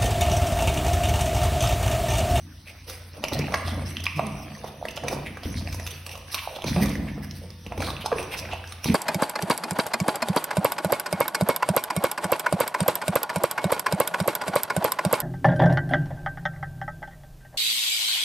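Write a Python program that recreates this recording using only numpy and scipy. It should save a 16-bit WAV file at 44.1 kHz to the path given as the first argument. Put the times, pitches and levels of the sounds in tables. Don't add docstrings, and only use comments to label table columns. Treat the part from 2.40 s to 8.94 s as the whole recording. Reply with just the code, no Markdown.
import sys
import numpy as np
from scipy import signal
from scipy.fft import rfft, irfft, next_fast_len
from scipy.io import wavfile
from scipy.ndimage import uniform_filter1d, map_coordinates

SR = 44100
rng = np.random.default_rng(int(sys.argv[2]) if len(sys.argv) > 2 else 0)


def dump_mix(stems):
    frames = np.atleast_2d(stems).T
    limited = np.clip(frames, -1, 1)
    pcm = np.round(limited * 32767).astype(np.int16)
    wavfile.write(sys.argv[1], SR, pcm)


N = 288517
TOP_HZ = 16000

# start_s, length_s, pitch_hz, level_db (rms)
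GRUNT_EVENTS = [(1.757, .052, 151, -32.5), (1.81, .1, 207, -35.5), (4.358, .045, 180, -24),
                (4.405, .05, 205, -24.5), (4.435, .04, 270, -31), (6.48, .076, 215, -26)]
# start_s, hold_s, thud_level_db, jowl_flap_level_db
BITE_EVENTS = [(0.0, 0.036, -50, -48.5), (0.772, 0.034, -48, -41.5), (0.918, 0.031, -33.5, -28),
               (1.247, 0.2, -37, -36.5), (1.748, 0.28, -46, -42), (2.38, 0.1, -49, -48.5),
               (2.619, 0.2, -41, -37.5), (3.051, 0.028, -30, -33.5), (3.148, 0.064, -34, -39),
               (4.235, 0.046, -34.5, -33), (4.3, 0.13, -27.5, -30.5), (4.558, 0.035, -35, -33),
               (4.746, 0.055, -43, -39.5), (5.262, 0.028, -37.5, -43), (5.38, 0.025, -35.5, -33),
               (5.717, 0.049, -43.5, -42.5), (6.005, 0.058, -40.5, -46.5), (6.453, 0.043, -30, -27.5),
               (6.504, 0.061, -26.5, -32)]
# frequency_hz, relative_level_db (per Hz)
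SQUELCH_COLOUR = [(150, -3), (330, -8), (520, 4), (750, 4.5), (1100, 0.5), (1500, -7), (2500, -56)]
# frequency_hz, relative_level_db (per Hz)
CRACKLE_COLOUR = [(800, -13.5), (1400, -5), (1900, 0), (2550, 2.5), (3300, -5.5), (4700, -7.5), (6000, -10),
                  (7500, -76)]
# frequency_hz, relative_level_db (per Hz)
FIZZ_COLOUR = [(3000, -5), (5000, 2.5), (6200, 3.5), (6800, -34), (7900, -7.5), (8700, 1.5), (11500, -1),
               (13500, -7), (15500, -6.5)]


def amp(db):
    return 10 ** (np.asarray(db) / 20)


def unit(x):
    return x / np.sqrt(np.mean(x ** 2) + 1e-20)


def along(points, hz):
    f, v = np.transpose(points)
    return np.interp(np.log(hz + 1), np.log(f + 1), v)


def filtered(x, response):
    size = x.shape[-1]
    padded = next_fast_len(size + min(size // 4, SR // 2))
    spectrum = rfft(x, padded) * response(np.fft.rfftfreq(padded, 1 / SR))
    return irfft(spectrum, padded)[..., :size]


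def coloured(x, spectrum):
    return unit(filtered(x, lambda hz: amp(along(spectrum, hz))))


def resonant(x, centre_hz, q):
    def response(hz):
        return 1j * hz / (q * (centre_hz ** 2 - hz ** 2) / centre_hz + 1j * hz)
    return unit(filtered(x, response))


def tinted(x):
    points = np.c_[np.geomspace(300, TOP_HZ, 36), rng.normal(0, 4.5, 36)]
    return coloured(x, points)


def patchy(x, depth_db):
    bins = signal.stft(x, nperseg=512)[2]
    rows, cols = np.indices(bins.shape)
    patches = rng.standard_normal((40, bins.shape[1] // 7 + 2))
    field = map_coordinates(patches, [9 * np.log1p(rows / 4), cols / 7], order=1)
    return signal.istft(bins * amp(depth_db * unit(field)), nperseg=512)[1][:len(x)]


def add(track, s, sound):
    part = track[max(round(s * SR), 0):][:len(sound)]
    part += sound[:len(part)]


def spread(mid, side):
    # frequency_hz, gain_db applied to the side signal
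    side_gain = [(100, -35), (180, -28), (350, -14), (600, -8), (1100, -9.5), (3000, -8), (6000, -5.5),
                 (9000, -3.5), (13000, -.5)]
    side = filtered(side, lambda hz: amp(along(side_gain, hz)))
    return np.array([mid + side, mid - side])


def strokes(rows, attack_s, falls, rests_db):
    t = np.arange(N) / SR
    power = np.outer(amp(rests_db) ** 2, np.ones(N))
    for s, hold, *levels_db in rows:
        start = max(int(s * SR), 0)
        age = t[start:start + 3 * SR // 2] - s
        rise = np.clip(age / attack_s, 0, 1)
        after = np.maximum(age - hold, 0)
        for layer, db, fall in zip(power, levels_db, falls):
            layer[start:start + len(age)] += (rise * amp(db - fall * after)) ** 2
    return np.sqrt(power)


def pops(rate, centre_hz, scatter, cycles, size_db):
    count = int(rate * N / SR)
    when, pitch, size, push = rng.random((count, 4)).T
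    hz = np.clip(centre_hz * 2 ** (scatter * (2 * pitch - 1)), 30, TOP_HZ)[:, None]
    age = np.arange(int(2 * cycles * SR / centre_hz) + 8)
    turns = hz * age / SR
    gain = np.sign(push - .5) * amp(-size_db * np.log(np.maximum(size, .025)))
    decay = amp(-40 * turns / cycles)
    waves = gain[:, None] * np.sin(2 * np.pi * turns) * decay
    where = (when * N).astype(int)[:, None] + age
    return unit(np.bincount(where.ravel(), waves.ravel(), N)[:N])


def wet(grains, spectrum, wash_db):
    mid, side = rng.standard_normal((2, N))
    near = patchy(grains + amp(wash_db) * mid, 4.2)
    return spread(coloured(near, spectrum), coloured(side, spectrum))


def room_tone():
    # frequency_hz, relative_level_db (per Hz)
    air_colour = [(10, -50), (25, -39), (55, 8.5), (85, -15), (145, -25), (320, -15.5), (650, -30),
                  (1000, -19.5), (2500, -18), (6000, -22), (7300, -74), (9000, -48), (15500, -29)]
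    # pitch_hz, level_db (rms)
    hum_lines = [(87, -51), (144, -63)]
    t = np.arange(N) / SR
    hum = sum(amp(db) * unit(np.sin(2 * np.pi * hz * t)) for hz, db in hum_lines)
    air = [coloured(patchy(noise, 3), air_colour) for noise in rng.standard_normal((2, N))]
    return hum + amp(-54) * spread(*air)


def standing_waves(hz):
    # pitch_hz, width_hz, peak_gain_db
    modes = [(60, 1.6, 3), (88.1, 1.3, 13), (143.8, 4.4, 7.5), (187, 2.2, -4), (214, 2, 6)]
    return 1 + sum(amp(db) * 1j * hz * width / (centre ** 2 - hz ** 2 + 1j * hz * width)
                   for centre, width, db in modes)


def boom(build_s=0.04):
    # pitch_hz, t60_s, level_db over the thud, level_db over a grunt
    bass_notes = [(57, 2.2, -14, -40), (87.6, 2.7, -3, -30), (144, 1.6, -12.5, -10), (186.5, 1.1, -15, -11),
                  (207, 1.4, -12, -9)]
    t = np.arange(N) / SR
    bites, throat = np.zeros((2, N))
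    for s, _, thud_db, _ in BITE_EVENTS:
        add(bites, s + build_s, [amp(thud_db) ** 2])
    for s, length, _, db in GRUNT_EVENTS:
        add(throat, s + length, [amp(db) ** 2])
    bites, throat = uniform_filter1d([bites, throat], int(2 * build_s * SR))
    out = np.zeros(N)
    for hz, t60, bite_db, grunt_db in bass_notes:
        feed = amp(bite_db) ** 2 * bites + amp(grunt_db) ** 2 * throat
        energy = np.abs(signal.lfilter([1], [1, -amp(-60 / t60 / SR) ** 2], feed))
        out += np.sqrt(energy) * np.sin(2 * np.pi * hz * t)
    return out


def room(x, early_t60=0.1, early_db=-13, tail_db=-5):
    # frequency_hz, t60_s
    decay_times = [(100, 2.48), (600, 0.82), (2500, 1.2), (6000, 0.55), (14000, 0.68)]
    # pitch_hz, level_db (rms, against the noise tail)
    ringing_modes = [(371, -23), (495, -21), (640, -21), (910, -23), (1191, -26)]
    hz, t, bins = signal.stft(rng.standard_normal((2, SR * 3 // 2)), SR, nperseg=256)
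    fading = bins * amp(-60 * t / along(decay_times, hz)[:, None])
    tail = signal.istft(fading, SR, nperseg=256)[1]
    age = np.arange(tail.shape[1]) / SR
    early = rng.standard_normal(tail.shape) * amp(-60 * age / early_t60) * (age > .002)
    rings = np.zeros(len(age))
    for f, db in ringing_modes:
        rings += amp(db) * unit(np.sin(2 * np.pi * f * age) * amp(-60 * age / along(decay_times, f)))
    tail = unit(tail) + np.outer([1, 0], rings)
    answer = amp(tail_db) * tail / np.linalg.norm(tail[0])
    answer = answer + amp(early_db) * early / np.linalg.norm(early[0])
    return spread(*signal.fftconvolve(x[None], answer, axes=1)[:, :N])


def near_field(x, t60=0.011, side_db=-7):
    age = np.arange(SR // 100) / SR
    scatter = rng.standard_normal(len(age)) * amp(-60 * age / t60)
    side = signal.oaconvolve(x, scatter / np.linalg.norm(scatter))[:N]
    return spread(x, amp(side_db) * side)


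def jaws(width_db=2):
    # frequency_hz, relative_level_db (per Hz)
    thud_colour = [(8, -60), (24, -40), (42, -49), (57, -1), (100, 2), (125, 0.5), (190, -78)]
    # frequency_hz, relative_level_db (per Hz)
    flap_colour = [(80, -12.5), (135, -2.5), (200, 0), (290, 4), (380, -7.5), (600, -65)]
    thud_gain, flap_gain = strokes(BITE_EVENTS, attack_s=.0051, falls=[49, 55.5], rests_db=[-50, -57.5])
    thud = filtered(pops(rate=160, centre_hz=75, scatter=.9, cycles=3, size_db=.8), standing_waves)
    flap = filtered(pops(rate=320, centre_hz=220, scatter=1.0, cycles=4, size_db=.8), standing_waves)
    thud_noise, flap_noise = rng.standard_normal((2, N))
    mid = thud_gain * coloured(thud, thud_colour) + flap_gain * coloured(flap, flap_colour)
    side = thud_gain * coloured(thud_noise, thud_colour) + flap_gain * coloured(flap_noise, flap_colour)
    return spread(mid, amp(width_db) * side)


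def grunts(sag=0.075, jitter=0.033, overtone_db=-13):
    out = np.zeros(N)
    for s, length, hz, db in GRUNT_EVENTS:
        u = np.linspace(0, 1, int(length * SR))
        waver = np.interp(u, np.linspace(0, 1, 8), rng.standard_normal(8))
        pitch = hz * (1 - sag * (u - .5) + jitter * waver)
        phase = 2 * np.pi * np.cumsum(pitch) / SR
        tone = sum(amp(overtone_db * k) * np.sin((k + 1) * phase) for k in range(3))
        add(out, s, amp(db) * unit(tone * signal.windows.tukey(len(u), .5)))
    return out


def plops():
    # start_s, swell_s, start_pitch_hz, end_pitch_hz, peak_level_db
    air_pockets = [(0.9223, 0.0063, 690, 169, -25), (.991, 0.0047, 590, 332, -23),
                   (1.257, 0.005, 533, 390, -37), (2.2415, 0.0029, 616, 454, -26.5),
                   (2.413, 0.0026, 760, 560, -31), (2.4262, 0.0017, 850, 637, -21),
                   (2.635, 0.0051, 760, 417, -30.5), (2.643, 0.003, 690, 505, -26),
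                   (2.7273, 0.0017, 990, 480, -19.5), (3.054, 0.0054, 674, 170, -29),
                   (4.0743, 0.0014, 860, 720, -18), (4.242, 0.0041, 1020, 101, -21.5),
                   (4.31, 0.011, 114, 80, -25), (4.366, 0.01, 327, 170, -30),
                   (5.377, 0.0026, 630, 407, -25.5), (5.644, 0.00096, 650, 540, -24),
                   (5.7165, 0.0041, 863, 507, -17.5), (5.7243, 0.0051, 546, 442, -15),
                   (5.757, 0.0074, 460, 430, -26), (6.455, 0.0053, 800, 120, -27.5),
                   (6.483, 0.0057, 286, 220, -15.5), (6.5, 0.0058, 280, 193, -11)]
    out = np.zeros(N)
    for s, swell_s, start_hz, end_hz, db in air_pockets:
        u = np.arange(int(4 * swell_s * SR)) / SR / swell_s
        pitch = end_hz + (start_hz - end_hz) * np.exp(-u)
        phase = 2 * np.pi * np.cumsum(pitch) / SR
        swell = u * np.exp((1 - u * u) / 2)
        add(out, s, amp(db) * swell * np.sin(phase))
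    return out


def squishes(q=3.35, snaps_per_s=550, smear_db=-15):
    # centre_s, length_s, resonance_hz, tearing_level_db, spray_level_db
    tears = [(0.29, 0.06, 2350, -48.5, -51), (.495, 0.048, 520, -43.5, -42), (0.535, 0.094, 2160, -53, -47),
             (0.939, 0.029, 3900, -36.5, -34), (1.287, 0.071, 3360, -40.5, -43.5),
             (1.642, 0.011, 6000, -58, -34.5), (1.772, 0.034, 6400, -63, -45),
             (2.277, 0.034, 3300, -50.5, -48), (2.565, 0.012, 5570, -43, -41),
             (2.574, 0.018, 2900, -35, -50.5), (2.723, 0.042, 390, -35, -40), (2.74, 0.034, 6300, -55, -46),
             (2.873, 0.033, 2250, -37, -48), (3.048, 0.031, 3060, -44, -47),
             (3.184, 0.045, 4260, -42, -46.5), (3.344, 0.055, 5700, -50, -48),
             (3.512, 0.021, 3000, -44.5, -40.5), (3.724, 0.036, 2600, -43.5, -42.5),
             (3.927, 0.029, 4930, -56, -36.5), (3.971, 0.046, 1070, -41, -64),
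             (3.988, 0.025, 2490, -34, -57), (4.039, 0.043, 920, -43, -44.5),
             (4.122, 0.085, 545, -42, -51.5), (4.161, 0.023, 3340, -41.5, -47),
             (4.287, 0.053, 3930, -37.5, -36), (4.384, 0.053, 700, -33.5, -61),
             (4.43, 0.037, 1960, -36, -33.5), (4.687, 0.024, 2000, -39.5, -59),
             (4.839, 0.032, 1860, -45.5, -44), (4.969, 0.058, 5400, -78, -49),
             (5.038, 0.046, 530, -45.5, -58), (5.464, 0.12, 3900, -43, -43.5),
             (5.619, 0.029, 2850, -38.5, -45.5), (5.795, 0.035, 454, -33, -67),
             (5.797, 0.039, 2550, -41, -39.5), (5.933, 0.043, 2500, -34.5, -39.5),
             (5.987, 0.039, 5370, -43.5, -36.5), (6.127, 0.044, 2650, -36.5, -55),
             (6.474, .045, 3940, -37, -39.5), (6.523, .012, 2200, -39, -41)]
    out = np.zeros(N)
    for s, length, hz, tear_db, spray_db in tears:
        size = int(1.6 * length * SR)
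        hits = rng.random(size) < snaps_per_s / SR
        snaps = rng.standard_normal(size) * (amp(smear_db) + hits)
        tearing = resonant(resonant(snaps, hz, q), hz, 1.0)
        spray = coloured(tinted(snaps), FIZZ_COLOUR)
        sound = amp(tear_db) * tearing + amp(spray_db) * spray
        add(out, s - size / SR / 2, sound * np.hanning(size))
    return out


def chewing(tick_db=-14):
    # start_s, hold_s, squelch_level_db, crackle_level_db, fizz_level_db
    squeezes = [(.26, 0.025, -54.5, -51.5, -68), (.47, 0.019, -49, -44.5, -55),
                (.73, 0.044, -47.5, -53, -58.5), (.91, 0.19, -40, -44, -56), (1.05, 0.37, -43, -53, -52),
                (1.45, 0.02, -50, -41.5, -44), (1.795, 0.14, -53, -60, -54),
                (1.95, 0.31, -50.5, -52, -55.5), (2.24, 0.04, -44.5, -56.5, -67),
                (2.635, 0.02, -36.5, -51, -60), (2.695, 0.041, -34.5, -60, -61),
                (3.04, 0.18, -46, -50, -49), (3.25, 0.3, -53, -51, -51), (3.66, 0.1, -49.5, -62, -56.5),
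                (3.87, 0.013, -70, -42, -49), (3.92, 0.14, -69, -66, -54), (4.25, 0.25, -42.5, -42.5, -45),
                (4.61, 0.072, -46, -59.5, -62), (4.78, 0.047, -48, -71, -93),
                (5.39, 0.083, -41.5, -45.5, -48), (5.75, 0.085, -40.5, -61, -49.5),
                (5.91, 0.04, -39, -40, -64), (6.09, 0.023, -42, -46, -52), (6.28, 0.023, -60, -65, -52),
                (6.452, 0.061, -41, -42, -45)]
    gains = strokes(squeezes, attack_s=.015, falls=[90, 119, 95], rests_db=[-68, -79, -60])
    squelch = pops(rate=480, centre_hz=720, scatter=1.1, cycles=4, size_db=2.2)
    crackle = pops(rate=450, centre_hz=2700, scatter=1.0, cycles=4, size_db=3.7)
    fizz = pops(rate=2000, centre_hz=8500, scatter=.9, cycles=7, size_db=3.2)
    ticks = pops(rate=45, centre_hz=3000, scatter=.67, cycles=7, size_db=4.0)
    layers = [wet(squelch, SQUELCH_COLOUR, wash_db=-3),
              wet(crackle, CRACKLE_COLOUR, wash_db=-6) + amp(tick_db) * ticks,
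              wet(fizz, FIZZ_COLOUR, wash_db=-1)]
    return sum(gain * layer for gain, layer in zip(gains, layers))


def smacks(cavity_t60=0.018, lip_t60=0.016, spray_t60=0.024, upper_ratio=1.386, upper_db=-9,
           closing=0.11, closing_s=0.002, peel_s=0.023, peel_db=-18, snap_cycles=2,
           slop_db=-15, tear_db=-8, snap_db=10):
    # break_s, cavity_hz, cavity_level_db, lip_gap_hz, lip_level_db, spray_level_db
    # (each level is the energy as an rms over 10 ms)
    lip_breaks = [(.299, 900, -66, 2420, -51, -64), (.497, 513, -54, 1360, -44, -39),
                  (0.768, 550, -45, 2310, -58, -55), (0.839, 627, -27, 2820, -28, -33.5),
                  (0.85, 625, -44, 2370, -36, -55), (0.883, 880, -46, 2470, -37, -35.5),
                  (.9215, 630, -29.5, 2870, -41, -48), (.99, 700, -46, 5740, -36, -38),
                  (1.0833, 705, -36.5, 1510, -44, -64), (1.122, 604, -33, 2320, -42, -43),
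                  (1.1407, 1123, -24.5, 1900, -23.5, -37), (1.143, 640, -27, 1690, -26, -36),
                  (1.156, 700, -42, 4300, -43, -60), (1.28, 660, -32.5, 5000, -39, -56),
                  (1.568, 394, -63, 3110, -30, -46), (1.5998, 704, -50, 2640, -42, -56),
                  (1.603, 700, -50, 3330, -44, -44), (1.6552, 1110, -44, 3270, -35.5, -39),
                  (1.6659, 1180, -38, 2480, -22.5, -52), (1.7925, 1020, -30, 2220, -35, -46),
                  (1.7941, 708, -21, 1100, -45, -56), (1.867, 710, -47, 9650, -42.5, -50),
                  (2.243, 690, -33.5, 1480, -51, -50), (2.4528, 663, -30, 1770, -36, -44.5),
                  (2.4844, 417, -42, 2690, -33.5, -45), (2.507, 700, -53, 3420, -48, -43.5),
                  (2.574, 630, -33.5, 2860, -44, -45), (2.6364, 740, -34, 1590, -44, -49),
                  (2.6821, 566, -34, 2430, -29.5, -31), (2.728, 930, -34, 1400, -46, -49),
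                  (2.766, 550, -37, 1500, -52, -64), (2.9711, 1280, -39, 1460, -41, -52),
                  (3.033, 695, -41, 2940, -45, -44), (3.2739, 725, -40.5, 2540, -37.5, -72),
                  (3.325, 800, -60, 2800, -45, -40), (3.345, 620, -40.5, 1920, -56, -45),
                  (3.3973, 696, -39.5, 1870, -41, -44), (3.465, 1310, -44, 2600, -41, -37.5),
                  (3.4736, 1060, -49, 2700, -37.5, -37.5), (3.664, 1210, -43.5, 2730, -40, -38),
                  (3.6922, 1100, -75, 2670, -41, -46), (3.7535, 1126, -40.5, 2830, -46.5, -46),
                  (3.775, 615, -45, 2500, -53, -48), (3.9439, 1180, -33, 2700, -31, -26.5),
                  (3.951, 1080, -42, 3150, -38, -48), (3.9813, 970, -51, 2880, -38, -55),
                  (3.991, 1100, -63, 2730, -35, -52), (4.1658, 577, -35, 3230, -53, -48),
                  (4.187, 760, -38, 2400, -60, -64), (4.22, 660, -40, 3080, -39.5, -44),
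                  (4.241, 1000, -34.5, 2220, -38, -40.5), (4.281, 597, -35, 2360, -36, -54),
                  (4.3621, 600, -27.5, 2470, -36, -59), (4.402, 610, -31.5, 2330, -45, -50),
                  (4.4247, 510, -38, 2090, -38, -40), (4.457, 1200, -38, 2000, -46, -37),
                  (4.492, 595, -54, 2670, -53, -41), (4.4371, 380, -35, 2050, -38, -43),
                  (4.554, 534, -42, 1850, -36, -50), (4.7786, 443, -38, 1930, -63, -85),
                  (4.91, 407, -60, 5550, -42.5, -49), (5.1034, 408, -48.5, 5250, -47, -55.5),
                  (5.264, 500, -41, 2800, -42, -50), (5.3216, 710, -31, 1270, -39.5, -55),
                  (5.377, 790, -38, 2360, -42.5, -45), (5.4037, 645, -29.5, 2370, -38, -45),
                  (5.419, 496, -34, 2400, -37, -40), (5.444, 710, -41, 4300, -39, -53),
                  (5.468, 710, -48, 4430, -38.5, -46), (5.475, 1170, -35, 2000, -55, -54),
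                  (5.503, 1170, -40, 3730, -37, -44), (5.424, 1360, -36, 1500, -36, -43),
                  (5.485, 1130, -32.5, 1380, -61, -59), (5.5657, 875, -55, 2690, -37.5, -63),
                  (5.6596, 900, -25, 1480, -40, -31.5), (5.717, 1205, -30.5, 1390, -37, -60),
                  (5.727, 1065, -27, 1670, -38.5, -62), (5.784, 486, -48, 2460, -32.5, -56),
                  (5.827, 900, -40.5, 2700, -47, -42.5), (6.056, 675, -43, 2250, -41, -60),
                  (6.09, 750, -41.5, 1510, -43.5, -68), (5.939, 1030, -37, 2400, -35, -46),
                  (6.1323, 760, -29, 2870, -38.5, -46.5), (6.24, 1380, -50, 1610, -39, -57),
                  (6.274, 900, -71, 5100, -51, -50), (6.322, 1260, -42.5, 2330, -46, -39.5),
                  (6.443, 1070, -39.5, 2580, -33.5, -30), (6.456, 880, -35, 2290, -39, -43)]
    # frequency_hz, relative_level_db (per Hz)
    spray_colour = [(2000, -17), (3500, 9.5), (5000, 6), (6200, 11.5), (7300, -7), (8700, 5.5),
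                    (11500, 2.5), (13500, -3), (15500, -4)]
    out = np.zeros(N)
    t = np.arange(-SR // 50, SR // 25) / SR
    age = np.maximum(t, 0)

    def burst(x):
        return x / np.sqrt(np.sum(x ** 2) / (SR / 100))

    def fade(t60, rise):
        return amp(-60 * age / t60) * (1 - np.exp(-age / rise))

    peel = amp(peel_db - 20 * np.abs(t) / peel_s)
    sinking = 1 + closing * (np.exp(-age / closing_s) - .5)
    phase = 2 * np.pi * np.cumsum(sinking) / SR
    phase -= phase[SR // 50]
    lip_fade = fade(lip_t60, .0003)
    for s, cavity_hz, cavity_db, lip_hz, lip_db, spray_db in lip_breaks:
        tear, mist = rng.standard_normal((2, len(t)))
        detune, turn = rng.standard_normal(2)
        upper_hz = cavity_hz * (upper_ratio + 0.095 * detune)
        ring = np.sin(cavity_hz * phase) + amp(upper_db) * np.sin(upper_hz * phase)
        slop = coloured(mist, SQUELCH_COLOUR)
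        cavity = (ring + amp(slop_db) * slop) * fade(cavity_t60, 0.00091) + amp(-3.5) * slop * peel
        film = resonant(coloured(tinted(tear), CRACKLE_COLOUR), lip_hz, q=1.0)
        snap = amp(snap_db) * np.exp(-(lip_hz * (t - .0013) / snap_cycles) ** 2)
        lip_gain = snap + lip_fade
        lip = np.sin(lip_hz * phase + turn) * lip_gain
        lip += film * (amp(tear_db) * lip_gain + amp(3) * peel)
        spray = coloured(tinted(mist), spray_colour) * (fade(spray_t60, 0.0018) + amp(-3.5) * peel)
        sound = amp(cavity_db) * burst(cavity) + amp(lip_db) * burst(lip) + amp(spray_db) * burst(spray)
        add(out, s + t[0], sound)
    return out


def scene(plop_wet_db=-6, pan_db=.7):
    # frequency_hz, gain_db
    room_pickup = [(200, -2), (450, -3.5), (1200, 0.5), (2500, 0.5), (6000, -1.5)]
    mouth = smacks() + squishes() + grunts()
    hollow = plops()
    to_room = filtered(mouth + amp(plop_wet_db) * hollow, lambda hz: amp(along(room_pickup, hz)))
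    voice = near_field(mouth + hollow) + room(to_room) + chewing()
    return voice * amp([[-pan_db], [pan_db]]) + jaws() + boom() + room_tone()


def record(dry):
    return filtered(dry, lambda hz: hz < TOP_HZ)


dry = scene()
out = record(dry)
dump_mix(out)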